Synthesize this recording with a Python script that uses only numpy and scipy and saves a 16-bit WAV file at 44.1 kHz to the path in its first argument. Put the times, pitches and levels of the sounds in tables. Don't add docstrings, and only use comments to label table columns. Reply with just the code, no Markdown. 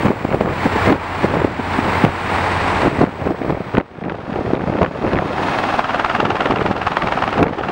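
import sys
import numpy as np
from scipy import signal
from scipy.fft import irfft, next_fast_len
from scipy.io import wavfile
from scipy.ndimage import uniform_filter1d, map_coordinates

SR = 44100
rng = np.random.default_rng(int(sys.argv[2]) if len(sys.argv) > 2 else 0)


def wav_record(signal):
    frames = np.transpose(np.atleast_2d(signal))
    bounded = np.clip(frames, -1, 1)
    quanta = np.round(bounded * 32767).astype(np.int16)
    wavfile.write(sys.argv[1], SR, quanta)


N = 340011
TIME = np.arange(N) / SR


def from_db(db):
    return np.exp(np.asarray(db) * (np.log(10) / 20))


def rms_one(x):
    return x / np.sqrt(np.mean(x ** 2) + 1e-20)


def curves(rows):
    times, *columns = np.transpose(rows)
    return [np.interp(TIME, times, column) for column in columns]


def noise(spectrum):
    hz, level_db = np.transpose(spectrum)
    size = next_fast_len(N, True)
    bin_hz = np.maximum(np.arange(size // 2 + 1) * SR / size, 1)
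    gain = from_db(np.interp(np.log(bin_hz), np.log(hz), level_db)) * np.minimum(bin_hz / 20, 1)
    white = rng.standard_normal(2 * len(bin_hz)).view(complex)
    return rms_one(irfft(white * gain, size)[:N])


def drift(per_s):
    coarse = np.linspace(0, N / SR, N // 20)
    wander = map_coordinates(rng.standard_normal(4096), [coarse * per_s], order=2, mode="wrap")
    return rms_one(np.interp(TIME, coarse, wander))


def evened(x, span_s):
    size = max(int(span_s * SR), 2)
    return x / np.sqrt(uniform_filter1d(uniform_filter1d(x ** 2, size), size) + 1e-9)


def bursts(times, levels_db, lengths_s):
    power = np.zeros(N)
    for t, level_db, length in np.broadcast(times, levels_db, lengths_s):
        near = slice(max(int((t - 2 * length) * SR), 0), max(int((t + 2 * length) * SR), 0))
        power[near] += from_db(level_db) ** 2 * .5 ** ((2 * (TIME[near] - t) / length) ** 2)
    return np.sqrt(power)


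def snaps(times, levels_db, lengths_s, spectrum, span_s=0.0019):
    return bursts(times, levels_db, lengths_s) * evened(noise(spectrum), span_s)


def tone(hz, waver_hz, flutter_db, per_s):
    phase = 2 * np.pi * np.cumsum(hz + waver_hz * drift(per_s)) / SR
    return rms_one(np.sin(phase) * from_db(flutter_db * drift(per_s / 2)))


def reflected(x, lag_s, gain):
    return x + gain * np.interp(TIME - lag_s, TIME, x, left=0)


def lagged(x, lag_s):
    pole = np.exp(-1 / (lag_s * SR))
    return signal.lfilter([1 - pole], [1, -pole], x)


def scattered(wind_db, per_s, above_db, spread_db, candidates=400):
    when, lottery, weakness = rng.random((candidates, 3)).T
    times = when * N / SR
    levels_db = np.interp(times, TIME, wind_db) + above_db - spread_db * weakness
    chosen = lottery < per_s * N / SR / candidates
    return times[chosen], levels_db[chosen]


def kicks(times, levels_db, band_hz, top_hz):
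    clicks = np.full(N, 1e-18)
    clicks[np.clip((times * SR).astype(int), 0, N - 1)] = -from_db(levels_db)
    band = signal.butter(2, band_hz, "band", fs=SR, output="sos")
    response = np.vstack([band, signal.butter(2, top_hz, fs=SR, output="sos")])
    peak = signal.sosfilt(response, signal.unit_impulse(1024)).max()
    return signal.sosfilt(response, clicks) / peak


# t/s, level/dB
BREEZE = [(0, -23.5), (2.7, -35), (3.2, -18.5), (4.0, -21.5), (4.5, -13.5), (5.3, -18), (5.7, -39),
          (7.71, -23)]
# t/s, level/dB, length/s
GUSTS = [(0.092, -14.5, 0.056), (0.333, -12.5, 0.044), (0.467, -12.5, 0.079), (0.92, -5.5, 0.056),
         (1.384, -11.5, 0.17), (1.852, -19.5, 0.055), (2.07, -12, 0.055), (2.88, -16.5, 0.12),
         (3.04, -5, 0.054), (3.28, -10, 0.092), (3.512, -8, 0.089), (3.79, 1.5, 0.036), (4.08, -6, 0.12),
         (4.393, -13.5, 0.12), (4.682, -10, 0.2), (4.837, -4, 0.041), (5.057, -7, 0.032),
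         (5.176, -8.5, 0.069), (6.273, -18.5, 0.11), (6.593, -16.5, 0.24), (7.041, -17.5, 0.021),
         (7.451, -10.5, 0.085), (7.61, -16.5, 0.03)]

def wind_level():
    breeze = from_db(curves(BREEZE)[0])
    gusts = bursts(*np.transpose(GUSTS))
    return 10 * np.log10(breeze ** 2 + gusts ** 2)


# f/Hz, level/dB
RUMBLE_EQ = [(20, -22), (50, -12.5), (110, -2), (220, -4), (400, -5), (700, -10), (1200, -19.5),
             (2500, -34), (5000, -81), (12000, -73.5)]

def wind_rumble(wind_db, lump_db=9.0):
    lumps = noise(RUMBLE_EQ) * from_db(lump_db * np.tanh(drift(170)))
    return from_db(wind_db + 1.5) * rms_one(evened(lumps, span_s=0.042))


# t/s, level/dB, length/s
BUFFETS = [(0.059, -5, 0.01), (0.106, -4, 0.0045), (0.251, -4.5, 0.0033), (0.41, 0.5, 0.0016),
           (0.662, -6, 0.0098), (0.763, -8, 0.0081), (0.906, -2, 0.0042), (0.925, 2.5, 0.01),
           (1.245, -5.5, 0.01), (1.345, -6.5, 0.008), (1.448, 2.5, 0.0037), (1.597, -8.5, 0.0074),
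           (1.79, -6, 0.0037), (2.041, -6, 0.0028), (2.05, -3.5, 0.0043), (2.862, -5, 0.0035),
           (2.879, -6.5, 0.0066), (3.017, -3, 0.0094), (3.035, 0.5, 0.0081), (3.267, -4.5, 0.0062),
           (3.308, -1, 0.014), (3.418, -0.5, 0.005), (3.505, -1, 0.0023), (3.607, -2.5, 0.0042),
           (3.748, -1, 0.0043), (4.3, -5.5, 0.0054), (4.535, 3.5, 0.0025), (4.675, 0, 0.0039),
           (4.842, -14, 0.038), (5.138, -2.5, 0.0056), (6.231, -9.5, 0.0052), (6.521, -9.5, 0.0043),
           (6.711, -5, 0.0024), (7.408, -5.5, 0.0044), (7.427, -6, 0.012)]
# f/Hz, level/dB
THUD_EQ = [(20, -9.5), (60, -27), (140, -1), (280, 5.5), (480, -4), (800, -13), (1400, -31), (2800, -41),
           (5000, -50.5), (12000, -72)]

def wind_eddies(wind_db):
    times, levels_db = scattered(wind_db, per_s=18, above_db=10.5, spread_db=5)
    eddies = kicks(times, levels_db, band_hz=(130, 587), top_hz=1800)
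    times, levels_db, lengths_s = np.transpose(BUFFETS)
    thuds = snaps(times, levels_db, lengths_s, THUD_EQ, span_s=0.0016)
    cores = kicks(times, levels_db + 3.5, band_hz=(162, 710), top_hz=2620)
    return eddies + thuds + cores


# t/s, crack level/dB, spit level/dB
CRACKS = [(0.4078, -17, -48), (0.9233, -20, -16), (2.0498, -21, -23), (3.017, -26, -26), (3.419, -14, -53),
          (3.5056, -15, -27.5), (3.7518, -8.5, -37), (3.7831, -1, -16), (4.0974, -4, -42),
          (4.8185, -5, -35), (4.8313, 0, -15), (4.8496, -2, -40), (5.1887, -2.5, -53), (7.4295, -4.5, -18)]
# f/Hz, level/dB
CRACKLE_EQ = [(200, -26.5), (700, 15), (1500, 15), (2500, 7), (4000, -11), (7000, -39), (11000, -54)]
SPIT_EQ = [(1500, 0), (4000, 10), (8000, -12), (11000, -11), (15500, -18)]

def wind_crackle(wind_db):
    times, tick_db = scattered(wind_db, per_s=34, above_db=2.5, spread_db=4.0)
    ticks = snaps(times, tick_db, lengths_s=0.0013, spectrum=CRACKLE_EQ)
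    times, crack_db, spit_db = np.transpose(CRACKS)
    cracks = snaps(times, crack_db + 5.0, lengths_s=0.00098, spectrum=CRACKLE_EQ)
    spits = snaps(times, spit_db - 1.0, lengths_s=0.0007, spectrum=SPIT_EQ)
    return ticks + cracks + spits


# t/s, f/Hz, level/dB against the roar
TURBINE = [(0, 7500, -26), (0.6, 7470, -27), (0.95, 7500, -29), (1.4, 7500, -31), (1.85, 7680, -26.5),
           (2.25, 7680, -28), (2.8, 7740, -31), (3.4, 7830, -31)]

def turbine_whine():
    hz, level_db = curves(TURBINE)
    first = tone(hz, waver_hz=13, flutter_db=2.5, per_s=70)
    second = tone(hz * 1.1835, waver_hz=16, flutter_db=2.5, per_s=70)
    return from_db(level_db) * (first + from_db(-3.0) * second)


# t/s, f/Hz
COMPRESSOR = [(4.0, 10500), (5.1, 10360), (6.3, 10630), (7.3, 10440), (7.71, 10330)]

def compressor_whistle():
    return from_db(-37.5) * tone(curves(COMPRESSOR)[0], waver_hz=52, flutter_db=3.0, per_s=180)


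# f/Hz, level/dB against the roar
GEARS = [(2530, -11.5), (2700, -13.5), (6800, -30)]

def gearbox():
    return sum(from_db(db) * tone(hz, waver_hz=hz / 120, flutter_db=-1.0, per_s=170) for hz, db in GEARS)


# t/s, level/dB against the roar
THIN_WHISTLE = [(0, -24), (.9, -29), (1.5, -35), (2.0, -29), (2.7, -41), (3.3, -27), (4.2, -37),
                (7.71, -36)]

def thin_whistle(hz=15690):
    return from_db(curves(THIN_WHISTLE)[0]) * tone(hz, waver_hz=3, flutter_db=0.5, per_s=16)


# f/Hz, level/dB
BUZZ_EQ = [(90, -1), (180, -11), (270, -9.5), (450, -24), (850, -16), (1200, -21), (1600, -13.5),
           (2600, -23)]

def tail_rotor(height, blade_hz=90.2, harmonics=28, low_hover_db=-1, high_hover_db=-17):
    phase = 2 * np.pi * np.cumsum(blade_hz + .25 * drift(6)) / SR
    orders = np.arange(1, harmonics + 1)
    hz, level_db = np.transpose(BUZZ_EQ)
    gains = from_db(np.interp(np.log(orders * blade_hz), np.log(hz), level_db))
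    offsets = rng.uniform(0, 2 * np.pi, harmonics)
    buzz = sum(gain * np.sin(k * phase + offset) for k, gain, offset in zip(orders, gains, offsets))
    return from_db(low_hover_db + (high_hover_db - low_hover_db) * height) * np.sqrt(2) * buzz


# f/Hz, level/dB
LOW_HOVER_EQ = [(25, -9), (70, 0.5), (200, -3), (400, -2.5), (560, -4), (900, 2), (1400, -4.5), (2300, -8),
                (3200, -17.5), (4300, -22), (6500, -35.5), (9000, -35.5), (9900, -50.5), (15000, -66.5)]
HIGH_HOVER_EQ = [(25, -11), (100, -11), (280, 3), (450, -1), (750, 3.5), (1300, -4), (2100, -8),
                 (2700, -19), (3300, -15.5), (5000, -24), (7500, -38), (8900, -35), (9900, -49.5),
                 (15000, -67)]
HISS_EQ = [(2000, -15), (4500, 14.5), (8500, 12.5), (10000, -5.5), (12500, -3.5), (15500, -1)]
# t/s, level/dB against the roar
HISS = [(0, -21), (1.3, -33), (2.0, -29), (2.7, -25.5), (3.2, -24), (3.8, -46.5), (5.0, -49), (5.7, -27.5),
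        (6.6, -23), (7.71, -37)]

def exhaust(height, churn_db=1.0):
    low = from_db(7.5) * reflected(noise(LOW_HOVER_EQ), lag_s=0.00107, gain=0.032)
    high = from_db(8.0) * reflected(noise(HIGH_HOVER_EQ), lag_s=0.002027, gain=-0.11)
    roar = np.sqrt(1 - height) * low + np.sqrt(height) * high
    hiss = from_db(curves(HISS)[0]) * noise(HISS_EQ)
    return (roar + hiss) * from_db(churn_db * drift(110))


# t/s, level/dB
CHOP = [(3.9, -26), (4.1, -13), (4.5, -23), (5.3, -20), (5.8, -13), (6.3, -12), (7.3, -15), (7.71, -15.5)]
# f/Hz, level/dB
BLADE_EQ = [(100, -2.5), (400, -5), (750, 6), (1400, 3), (2150, -8.5), (2750, -7.5), (3600, -17.5),
            (5000, -26.5), (7000, -38), (9000, -48), (11000, -57), (15000, -74)]

def blade_chop(period_s=0.05122, sync_s=5.793, crest_s=0.0032):
    passes = np.arange(sync_s % period_s, N / SR, period_s)
    passes = passes[passes > CHOP[0][0]]
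    jitter_db = rng.standard_normal((len(passes), 2))
    level_db = np.interp(passes, *np.transpose(CHOP))
    crest = bursts(passes, level_db + jitter_db[:, 0], crest_s)
    wake = bursts(passes + 0.0032, level_db - 9, lengths_s=0.025)
    echo = bursts(passes + 0.013, level_db - 7 + 2 * jitter_db[:, 1], crest_s)
    return np.sqrt(crest ** 2 + wake ** 2 + echo ** 2) * evened(noise(BLADE_EQ), span_s=0.0027)


# t/s, level/dB
SLAPS = [(5.1339, -8.5), (5.7935, -11), (6.0475, -13.5), (6.2042, -11), (6.2543, -8.5), (6.3058, -9.5),
         (6.4088, -10.5), (6.5107, -11), (6.8726, -9), (6.9711, -10), (7.0225, -16), (7.1233, -12),
         (7.2239, -13), (7.2398, -16)]

def blade_slaps():
    return snaps(*np.transpose(SLAPS), lengths_s=0.0031, spectrum=BLADE_EQ)


# t/s, height (0 = skimming, 1 = high)
HEIGHT = [(0, 0.0038), (3.1, 0.037), (4.6, 1), (7.71, 0.73)]
# t/s, level/dB
ROAR = [(0, -30), (0.35, -31.5), (0.85, -21), (1.6, -24.5), (2.3, -25), (2.8, -25), (4.2, -29), (5.6, -27),
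        (6.0, -33), (6.4, -33), (7.0, -33), (7.71, -34.5)]

def helicopter():
    height = np.clip(curves(HEIGHT)[0], 0, 1)
    roar = exhaust(height)
    engine = (1 - height) * turbine_whine() + height ** 2 * (compressor_whistle() + gearbox())
    drone = from_db(curves(ROAR)[0]) * (roar + engine + thin_whistle() + tail_rotor(height))
    blades = from_db(3.0) * blade_chop() + from_db(2.5) * blade_slaps()
    return drone + reflected(blades, lag_s=0.00197, gain=-0.084)


def scene():
    wind_db = wind_level()
    return (helicopter() + wind_rumble(wind_db) + wind_eddies(wind_db) + wind_crackle(wind_db))[None]


def gain_control(x, threshold_db=-14.5, sense_s=0.013, attack_s=0.011, release_db_per_s=35):
    level_db = 10 * np.log10(lagged(x ** 2, sense_s) + 1e-12)
    excess_db = np.maximum(level_db - threshold_db, 0)
    climb_db = release_db_per_s * TIME
    duck_db = np.maximum.accumulate(excess_db + climb_db, axis=-1) - climb_db
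    return x * from_db(-lagged(lagged(duck_db, attack_s), attack_s))


# t/s, level/dB
DIP = [(3.0, -0.5), (4.1, -7.5), (4.8, -1)]

def record(dry, low_cut_hz=30, high_cut_hz=15900):
    lean = signal.sosfilt(signal.butter(2, low_cut_hz, "high", fs=SR, output="sos"), dry)
    ridden = gain_control(lean) * from_db(curves(DIP)[0])
    clipped = ridden / (1 + ridden ** 16) ** (1 / 16)
    return signal.sosfilt(signal.ellip(12, .1, 90, high_cut_hz, fs=SR, output="sos"), clipped)


dry = scene()
out = record(dry)
wav_record(out)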